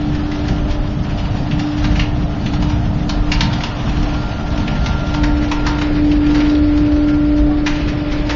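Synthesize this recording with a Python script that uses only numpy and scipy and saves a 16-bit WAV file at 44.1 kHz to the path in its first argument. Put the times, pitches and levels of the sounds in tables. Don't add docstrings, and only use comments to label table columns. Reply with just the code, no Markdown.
import sys
import numpy as np
from scipy import signal
from scipy.fft import rfft, irfft
from scipy.io import wavfile
from scipy.ndimage import uniform_filter1d

SR = 44100
rng = np.random.default_rng(int(sys.argv[2]) if len(sys.argv) > 2 else 0)


def gain_from_decibels(decibels):
    exponent = np.asarray(decibels, float) / 20
    return 10 ** exponent


def file_out(sig):
    cols = np.atleast_2d(sig).T
    lim = np.clip(cols, -1, 1)
    pcm = np.round(lim * 32767).astype(np.int16)
    wavfile.write(sys.argv[1], SR, pcm)


N = 368235

# pitch_hz, density_db [dB per Hz]
RUMBLE_SPECTRUM = [(10, -8), (22, -1.5), (32, 3), (55, 3.5), (90, -4), (150, -29.5), (300, -81.5)]
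BODY_SPECTRUM = [(40, -17), (80, -2), (125, 1.5), (180, -1), (260, -7.5), (400, -23.5), (800, -55)]
THROAT_SPECTRUM = [(150, -19), (300, -9), (400, -2), (520, -3.5), (700, 2.5), (950, -6.5), (1200, -19),
                   (1800, -16), (4000, -57)]
HISS_SPECTRUM = [(500, -29), (1000, 0.5), (1500, -1.5), (2200, -6), (3000, -4), (4000, -9.5), (5000, -11.5),
                 (6000, -15.5), (7000, -25.5), (9000, -64.5)]
# pitch_hz, density_db [dB per Hz]
SHADED_THROAT_SPECTRUM = [(150, -26.5), (300, 6), (400, -0.5), (520, -1), (700, -4), (950, -10),
                          (1200, -14.5), (1800, -13.5), (4000, -62.5)]
SHADED_HISS_SPECTRUM = [(500, -27.5), (1000, -4), (1500, -2.5), (2200, -0.5), (3000, -4), (4000, -7.5),
                        (5000, -8.5), (6000, -21.5), (7000, -27.5), (9000, -62)]
# start_s, share [0-1]
HOPPER_SHADE = [
    (0, 0),
    (4.9, 0.04),
    (6.1, 1),
    (8.35, 1),
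]
# start_s, draught_db
DRAUGHT = [(0.0, -20), (0.11, -17.5), (0.28, -25.5), (0.42, -17), (0.93, -21), (1.6, -16.5), (1.7, -23.5),
           (1.84, -16), (3.32, -17.5), (3.37, -16), (3.81, -21.5), (3.86, -16.5), (5.02, -19.5),
           (5.3, -16.5), (5.32, -19), (8.35, -22.5)]
# start_s, flow_db
FUEL_FLOW = [(0.0, -39), (0.51, -37), (0.86, -40.5), (1.95, -36), (2.14, -39.5), (3.14, -38.5),
             (3.37, -37.5), (3.51, -36), (3.65, -35), (4.47, -36.5), (4.7, -34), (5.49, -37), (5.7, -33.5),
             (6.09, -37), (6.44, -31.5), (6.56, -38), (7.46, -39.5), (8.35, -34.5)]
# level_db, draught_share, fuel_share [both of the swing in dB], hopper_change_db
EDDY_LEVELS = [
    (-20, 0.87, 0.043, 3.5),
    (-20, .8, 0.053, -1.5),
    (-31, 0.4, 0.36, 4),
    (-34.5, 0.14, .9, -1.1),
]

# start_s, level_db
BLADE_LEVEL = [(0.0, -21), (0.75, -26), (1.3, -32), (1.65, -19), (2.39, -29.5), (2.63, -22), (2.95, -28),
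               (3.3, -22), (3.72, -35), (4.04, -22.5), (4.47, -34.5), (4.58, -24.5), (4.86, -37),
               (5.25, -17), (5.74, -21.5), (6.05, -12.5), (7.46, -13), (7.81, -21)]
# start_s, level_db
OCTAVE_LEVEL = [(0.0, -49), (0.4, -40), (0.72, -31), (1.2, -45), (1.85, -37.5), (2.5, -49), (4.8, -39),
                (5.28, -32), (5.6, -48), (5.86, -29), (6.1, -40.5), (6.9, -32.5), (7.44, -32.5),
                (7.68, -38.5), (8.35, -31)]
# start_s, level_db
WHINE_LEVEL = [(0.0, -50), (0.55, -40), (0.75, -52), (1.6, -46), (3.0, -50.5), (3.45, -40), (4.0, -46),
               (4.14, -36), (4.6, -40), (4.95, -31), (5.45, -38.5), (5.67, -31), (6.1, -48.5),
               (6.28, -36.5), (6.98, -45.5), (7.1, -34), (7.33, -44), (8.35, -46.5)]
# pitch_hz, level_db [rms], fade_start_s, drift_hz_per_s
CASING_HUMS = [
    (338.6, -45.5, 0.63, 2),
    (377.4, -37, 0.86, 17),
    (934, -52, 9, 3),
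    (1199, -51.5, 9, 0),
    (1288, -51, 9, -0.5),
    (1730, -55, 9, -0.5),
]

# start_s, peak_db, ring_hz [loudest], panel_db [low panel share], extra_treble_db
BIG_CRACKS = [(1.9942, -8, 2820, -10.5, -5), (3.093, -11, 4150, -6.5, 2.5), (3.317, -4.5, 2380, -8, 5),
              (3.407, -2, 3240, -8, -2), (3.635, -10.5, 2980, -4.5, -2), (4.677, -13, 2400, -24, -4.5),
              (4.8593, -11, 3570, -7, -2), (5.1401, -11.5, 3260, -2.5, -2.5),
              (5.2346, -11.5, 1900, -10.5, -4), (5.5138, -9, 2665, -1, 3), (5.665, -5, 1670, 0, 2),
              (5.8145, -11.5, 1940, -8, -4)]
# start_s, peak_db, ring_hz [loudest], panel_db [low panel share]
CHUNK_KNOCKS = [(0.3153, -19, 1867, -14), (0.482, -18, 1710, -19.5), (0.7093, -20, 1750, -35),
                (1.511, -16.5, 2590, -17), (1.594, -17, 1750, -25), (1.956, -16.5, 2570, -14),
                (2.4595, -16, 2770, -21), (2.6235, -14, 1580, -4.5), (2.6976, -16.5, 2880, -7),
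                (3.5304, -14, 3540, -7), (3.6057, -16, 1468, -11.5), (4.5759, -18.5, 3240, -2.5),
                (6.114, -16.5, 2740, -6), (6.31, -17.5, 1750, -2), (6.402, -14, 2540, -6),
                (6.445, -22.5, 3520, -4.5), (6.496, -20.5, 4000, -10.5), (6.5499, -18, 3850, -30.5)]
# start_s, peak_db, ring_hz [loudest]
CHIP_TICKS = [(0.1495, -21, 1750), (0.391, -22.5, 1840), (1.2535, -21, 2560), (1.3648, -22, 1930),
              (1.4726, -24, 1840), (1.6687, -25, 3740), (2.5337, -17.5, 1500), (3.8922, -21, 1500),
              (4.0278, -18.5, 1450), (4.2765, -34, 1662), (4.6038, -24.5, 3340), (5.038, -40, 1620),
              (5.7845, -15, 1490), (5.9953, -29, 2100), (6.0464, -22.5, 1800), (6.092, -26, 1720),
              (6.2642, -19.5, 2620), (6.774, -19, 1440), (6.8609, -22, 2590), (6.9187, -23, 1490),
              (7.1403, -26.5, 1950), (7.3776, -24.5, 1740), (8.208, -26, 2780), (3.9665, -21, 2200),
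              (4.2322, -29, 1740), (5.069, -22.5, 3310), (6.962, -23.5, 1450), (5.73, -27.5, 3480),
              (6.376, -25, 2100)]
# start_s, peak_db, ring_hz [loudest], blow_ms
CHUNK_TUMBLES = [(1.0898, -25.5, 2670, 17), (1.171, -21, 3193, 29), (1.768, -25, 2880, 24),
                 (1.8406, -14, 1750, 13.5), (3.7741, -25, 2784, 23), (4.137, -22, 3050, 17),
                 (5.4115, -18.5, 1750, 40), (6.343, -14, 1750, 18), (7.0739, -19.5, 1830, 23),
                 (7.6604, -7.5, 1800, 18), (7.705, -21.5, 2130, 24), (7.7438, -20, 2900, 25),
                 (7.79, -22.5, 2390, 34), (7.874, -17, 1940, 21), (8.112, -18.5, 1560, 24),
                 (8.29, -9.5, 1716, 21)]
# start_s, peak_db, ring_hz
FAR_THUD = [
    (7.492, -20, 738),
    (7.509, -29, 1140),
]
# ring_hz, treble_db
SPOT_TREBLE = [(1450, -9), (1750, -9), (1900, -9), (2450, -13), (2750, -12.5), (2950, -5.5), (4000, -10)]
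# ring_hz, level_db, t60_s
CLEAR_MODES = [(910, 7.5, 0.65), (935, 9.5, 0.11), (1030, -1, 0.22), (1750, 6.5, 0.35), (1840, -3.5, 0.22),
               (2950, 3.5, 0.018), (4560, 2, 0.44)]
# ring_hz, t60_s
SHEET_T60 = [(800, 0.35), (2000, 0.12), (4000, 0.086), (7000, 0.038)]

# pitch_hz, step_db
ROUNDING_STEP = [(2500, -28), (3500, -1.5), (4200, .9), (5500, 1.6), (6500, .6), (7100, 0), (7250, 9),
                 (7400, 30)]


def flame():
    behind = np.clip(curve(HOPPER_SHADE, count=1), 0, 1)
    rumble = turbulence(RUMBLE_SPECTRUM, patchy_db=1.53, flicker_db=0.66, flicker_hz=5.2, size=4096)
    body = turbulence(BODY_SPECTRUM, patchy_db=1.3, flicker_db=-0.8, flicker_hz=26.2, size=2048)

    roar = dict(patchy_db=1.3, flicker_db=0.1, flicker_hz=8.3, size=1024)
    throat = walk_round(turbulence(THROAT_SPECTRUM, **roar), turbulence(SHADED_THROAT_SPECTRUM, **roar), behind)
    fine = dict(patchy_db=1.0, flicker_db=1.52, flicker_hz=30.8, size=512)
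    hiss = walk_round(turbulence(HISS_SPECTRUM, **fine), turbulence(SHADED_HISS_SPECTRUM, **fine), behind)

    controls = np.array([np.ones(N), swing(DRAUGHT), swing(FUEL_FLOW), behind])
    levels_db = np.array(EDDY_LEVELS) @ controls
    return (gain_from_decibels(levels_db) * [rumble, body, throat, hiss]).sum(axis=0)


def turbulence(spectrum, patchy_db, flicker_db, flicker_hz, size):
    frames, hz = 4 * N // size + 5, np.fft.rfftfreq(size, 1 / SR)
    real, imaginary, patches = rng.standard_normal((frames, len(hz), 3)).T
    patches = uniform_filter1d(patches, size=9, axis=0)
    patches = evened(uniform_filter1d(patches, size=9, axis=1))
    level_db = read(spectrum, hz)[:, None] + patchy_db * patches
    z = (real + 1j * imaginary) * gain_from_decibels(level_db)
    x = signal.istft(z, nperseg=size, noverlap=3 * size // 4)[1][:N]
    return evened(x * gain_from_decibels(flicker_db * wander(flicker_hz)))


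def walk_round(front, back, behind):
    turn = np.pi / 2 * behind
    return np.cos(turn) * front + np.sin(turn) * back


def feed():
    steel = sheet_steel()
    blows = [(*row, 9.9, extra_db) for *row, extra_db in BIG_CRACKS]
    blows += [(*row, 10.3, 0) for row in CHUNK_KNOCKS]
    blows += [(*row, -8.5, 9.2, 0) for row in CHIP_TICKS]
    # panel -9 dB, treble duller by 3 dB
    blows += [(s, db, hz, -9, ms, -3) for s, db, hz, ms in CHUNK_TUMBLES]

    out = np.zeros(N)
    for s, db, hz, panel_db, ms, extra_db in blows:
        treble_db = read(SPOT_TREBLE, hz) + extra_db
        blow = knock(steel, hz, panel_db, treble_db, ms, rng.standard_normal(9400))
        add(out, s - .001, gain_from_decibels(db) * blow)
    soft_start = np.minimum(np.arange(9000) / SR / 0.0046, 1)
    for s, db, hz in FAR_THUD:
        add(out, s, gain_from_decibels(db) * soft_start * ring(hz, 0.15)[0])
    return out + gain_from_decibels(-48) * evened(patter(steel, hits_per_s=17))


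def patter(steel, hits_per_s):
    size = gain_from_decibels(3.5 * np.minimum(rng.exponential(1, N), 1.6)) * (rng.random(N) < hits_per_s / SR)
    kind = rng.integers(0, 12, N)
    out = np.zeros(N)
    for k, hz in enumerate(np.geomspace(1600, 5000, 12)):
        chip = knock(steel, hz, -6.0, -6.0, 9.0, rng.standard_normal(9400))
        out += signal.oaconvolve(size * (kind == k), chip)[:N]
    return out


def knock(steel, ring_hz, panel_db, treble_db, blow_ms, chance):
    hz, db, rings = steel
    colour = [(500, panel_db - 15), (700, panel_db + 4.5), (900, panel_db + 10.5), (1250, panel_db + 7.5),
              (1700, 0.0069), (3000, 0.012),
              (4600, treble_db + 7.5), (5800, treble_db + 4.5), (7200, treble_db - 8.5)]
    weight = gain_from_decibels(db + read(colour, hz)) * np.tanh(1.4 * chance[:len(hz)])
    answer = weight @ rings + gain_from_decibels(11) * ring(ring_hz, 0.13)[0]

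    u = np.arange(len(answer)) / SR * 1000 / np.clip(blow_ms, .5, 30)
    f = np.fft.rfftfreq(len(u), 1 / SR)
    swell_db = 5.3 * np.exp(-((f - ring_hz) / 480) ** 2)
    splinters = rfft(chance[-len(u):]) * gain_from_decibels(read(colour, f) + swell_db)
    splinters = evened(irfft(splinters, len(u)))
    rise = np.minimum(u * 42 / blow_ms, 1)
    burst = splinters * rise * (np.exp(-(u / 1.3) ** 3) + 0.3 * np.exp(-u / 3.6))

    rung = answer / np.sqrt(np.mean(answer[:400] ** 2)) * np.minimum(u * 1.1, 1)
    sound = burst + 0.5 * rung
    return sound / np.abs(sound).max()


def sheet_steel():
    dense = np.linspace(760, 7200, num=320) + 7 * rng.standard_normal(320)
    dense_t60 = read(SHEET_T60, dense) * rng.uniform(.7, 1.3, len(dense))
    clear, clear_db, clear_t60 = np.transpose(CLEAR_MODES)
    hz = np.r_[dense, clear]
    return hz, np.r_[0 * dense, clear_db], ring(hz, np.r_[dense_t60, clear_t60])


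def ring(hz, t60):
    t = np.arange(9000) / SR
    decay = gain_from_decibels(-60 * t / np.reshape(t60, (-1, 1)))
    return decay * np.sin(2 * np.pi * np.reshape(hz, (-1, 1)) * t)


def machines():
    t = np.arange(N) / SR
    blade_hz = 296.9 + 0.35 * wander(4.2)
    out = tone(blade_hz, curve(BLADE_LEVEL, count=1), 0.37, 0.089)
    out += tone(2 * blade_hz, curve(OCTAVE_LEVEL, count=1) + 2.5 * wander(2.4), 0.29, 0.6)
    out += tone(1388 + 0.8 * wander(2.5), curve(WHINE_LEVEL, count=1), 1.2, 0.26)
    for hz, db, fade_s, drift in CASING_HUMS:
        hum_db = db + 2.1 * wander(0.93) - 45 * np.maximum(t - fade_s, 0)
        out += tone(hz + drift * np.minimum(t, fade_s), hum_db, 1.4, 0.86)
    return out


def tone(hz, db, flutter_db, jitter_rad):
    phase = 2 * np.pi * np.cumsum(hz * np.ones(N)) / SR + jitter_rad * wander(7.9)
    level = np.sqrt(2) * gain_from_decibels(db + flutter_db * wander(40))
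    return level * np.sin(phase + 2 * np.pi * rng.random())


def yard(x):
    taps = np.zeros(SR // 2)
    at = np.arange(400, len(taps) - 20, 20)
    taps[at + rng.integers(0, 20, len(at))] = rng.choice([-1., 1.], len(at))
    hz, t, z = signal.stft(taps, SR, nperseg=256)
    t60_s = read([(800, 0.68), (6000, 0.16)], hz)[:, None]
    tail = signal.istft(z * gain_from_decibels(-60 * t / t60_s), SR, nperseg=256)[1]
    z = rfft(tail)
    z = z / np.sqrt(uniform_filter1d(abs(z) ** 2, size=50))
    tail = irfft(z, len(tail))
    return signal.fftconvolve(x, tail / np.linalg.norm(tail))[:N]


def evened(x):
    return x / np.sqrt(np.mean(x ** 2) + 1e-20)


def read(points, hz):
    f, value = np.transpose(points)
    return np.interp(np.log(hz + 1), np.log(f + 1), value)


def curve(table, count):
    rows = np.array(table)
    return np.interp(np.arange(N) / SR, rows[:, 0], rows[:, count])


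def swing(table):
    x = curve(table, count=1)
    return x - x.mean()


def wander(top_hz):
    z = rfft(rng.standard_normal(N))
    lowpass = np.exp(-(np.fft.rfftfreq(N, 1 / SR) / top_hz) ** 2)
    return evened(irfft(z * lowpass, N))


def add(mix, s, sound):
    part = mix[round(s * SR):][:len(sound)]
    part += sound[:len(part)]


def scene():
    steel = feed()
    return (flame() + machines() + steel + gain_from_decibels(-5.0) * yard(steel))[None]


def phone_rounding(x, size=1024):
    n, k = np.arange(2 * size) + .5, np.arange(size) + .5
    window = np.sin(np.pi * n / (2 * size))
    basis = np.sqrt(2 / size) * window * np.cos(np.pi / size * np.outer(k, n + size / 2))
    blocks = np.pad(x, (size + 300, 3 * size - (N + 300) % size)).reshape(-1, size)
    lines = np.hstack([blocks[:-1], blocks[1:]]) @ basis.T

    level_db = 10 * np.log10((lines ** 2).reshape(len(lines), -1, 16).mean(axis=2) + 1e-12)
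    band_db = .8 * level_db + 2.2 * rng.standard_normal(level_db.shape)
    treble_db = level_db[:, 8:20].mean(axis=1)
    jump_db = np.diff(treble_db, prepend=treble_db[0])
    band_db = band_db - 1.8 * np.clip(jump_db - 3.5, 0, 7)[:, None]

    step = gain_from_decibels(read(ROUNDING_STEP, k * SR / (2 * size)) + np.repeat(band_db, 16, axis=1))
    rounded = np.sign(lines) * np.floor(np.abs(lines) / step + .41) * step
    halves = rounded @ basis
    return (halves[1:, :size] + halves[:-1, size:]).ravel()[300:300 + N]


def low_pass(x):
    return signal.sosfilt(signal.butter(12, 7450, fs=SR, output="sos"), x)


def record(dry):
    soft = 0.94 * np.tanh(dry / 0.99)
    edge = signal.firwin(255, 7520, window=("kaiser", 9), fs=SR)
    banded = signal.oaconvolve(soft[0], edge, "same")
    mix = phone_rounding(banded)[None]
    return low_pass(mix)


dry = scene()
out = record(dry)
file_out(out)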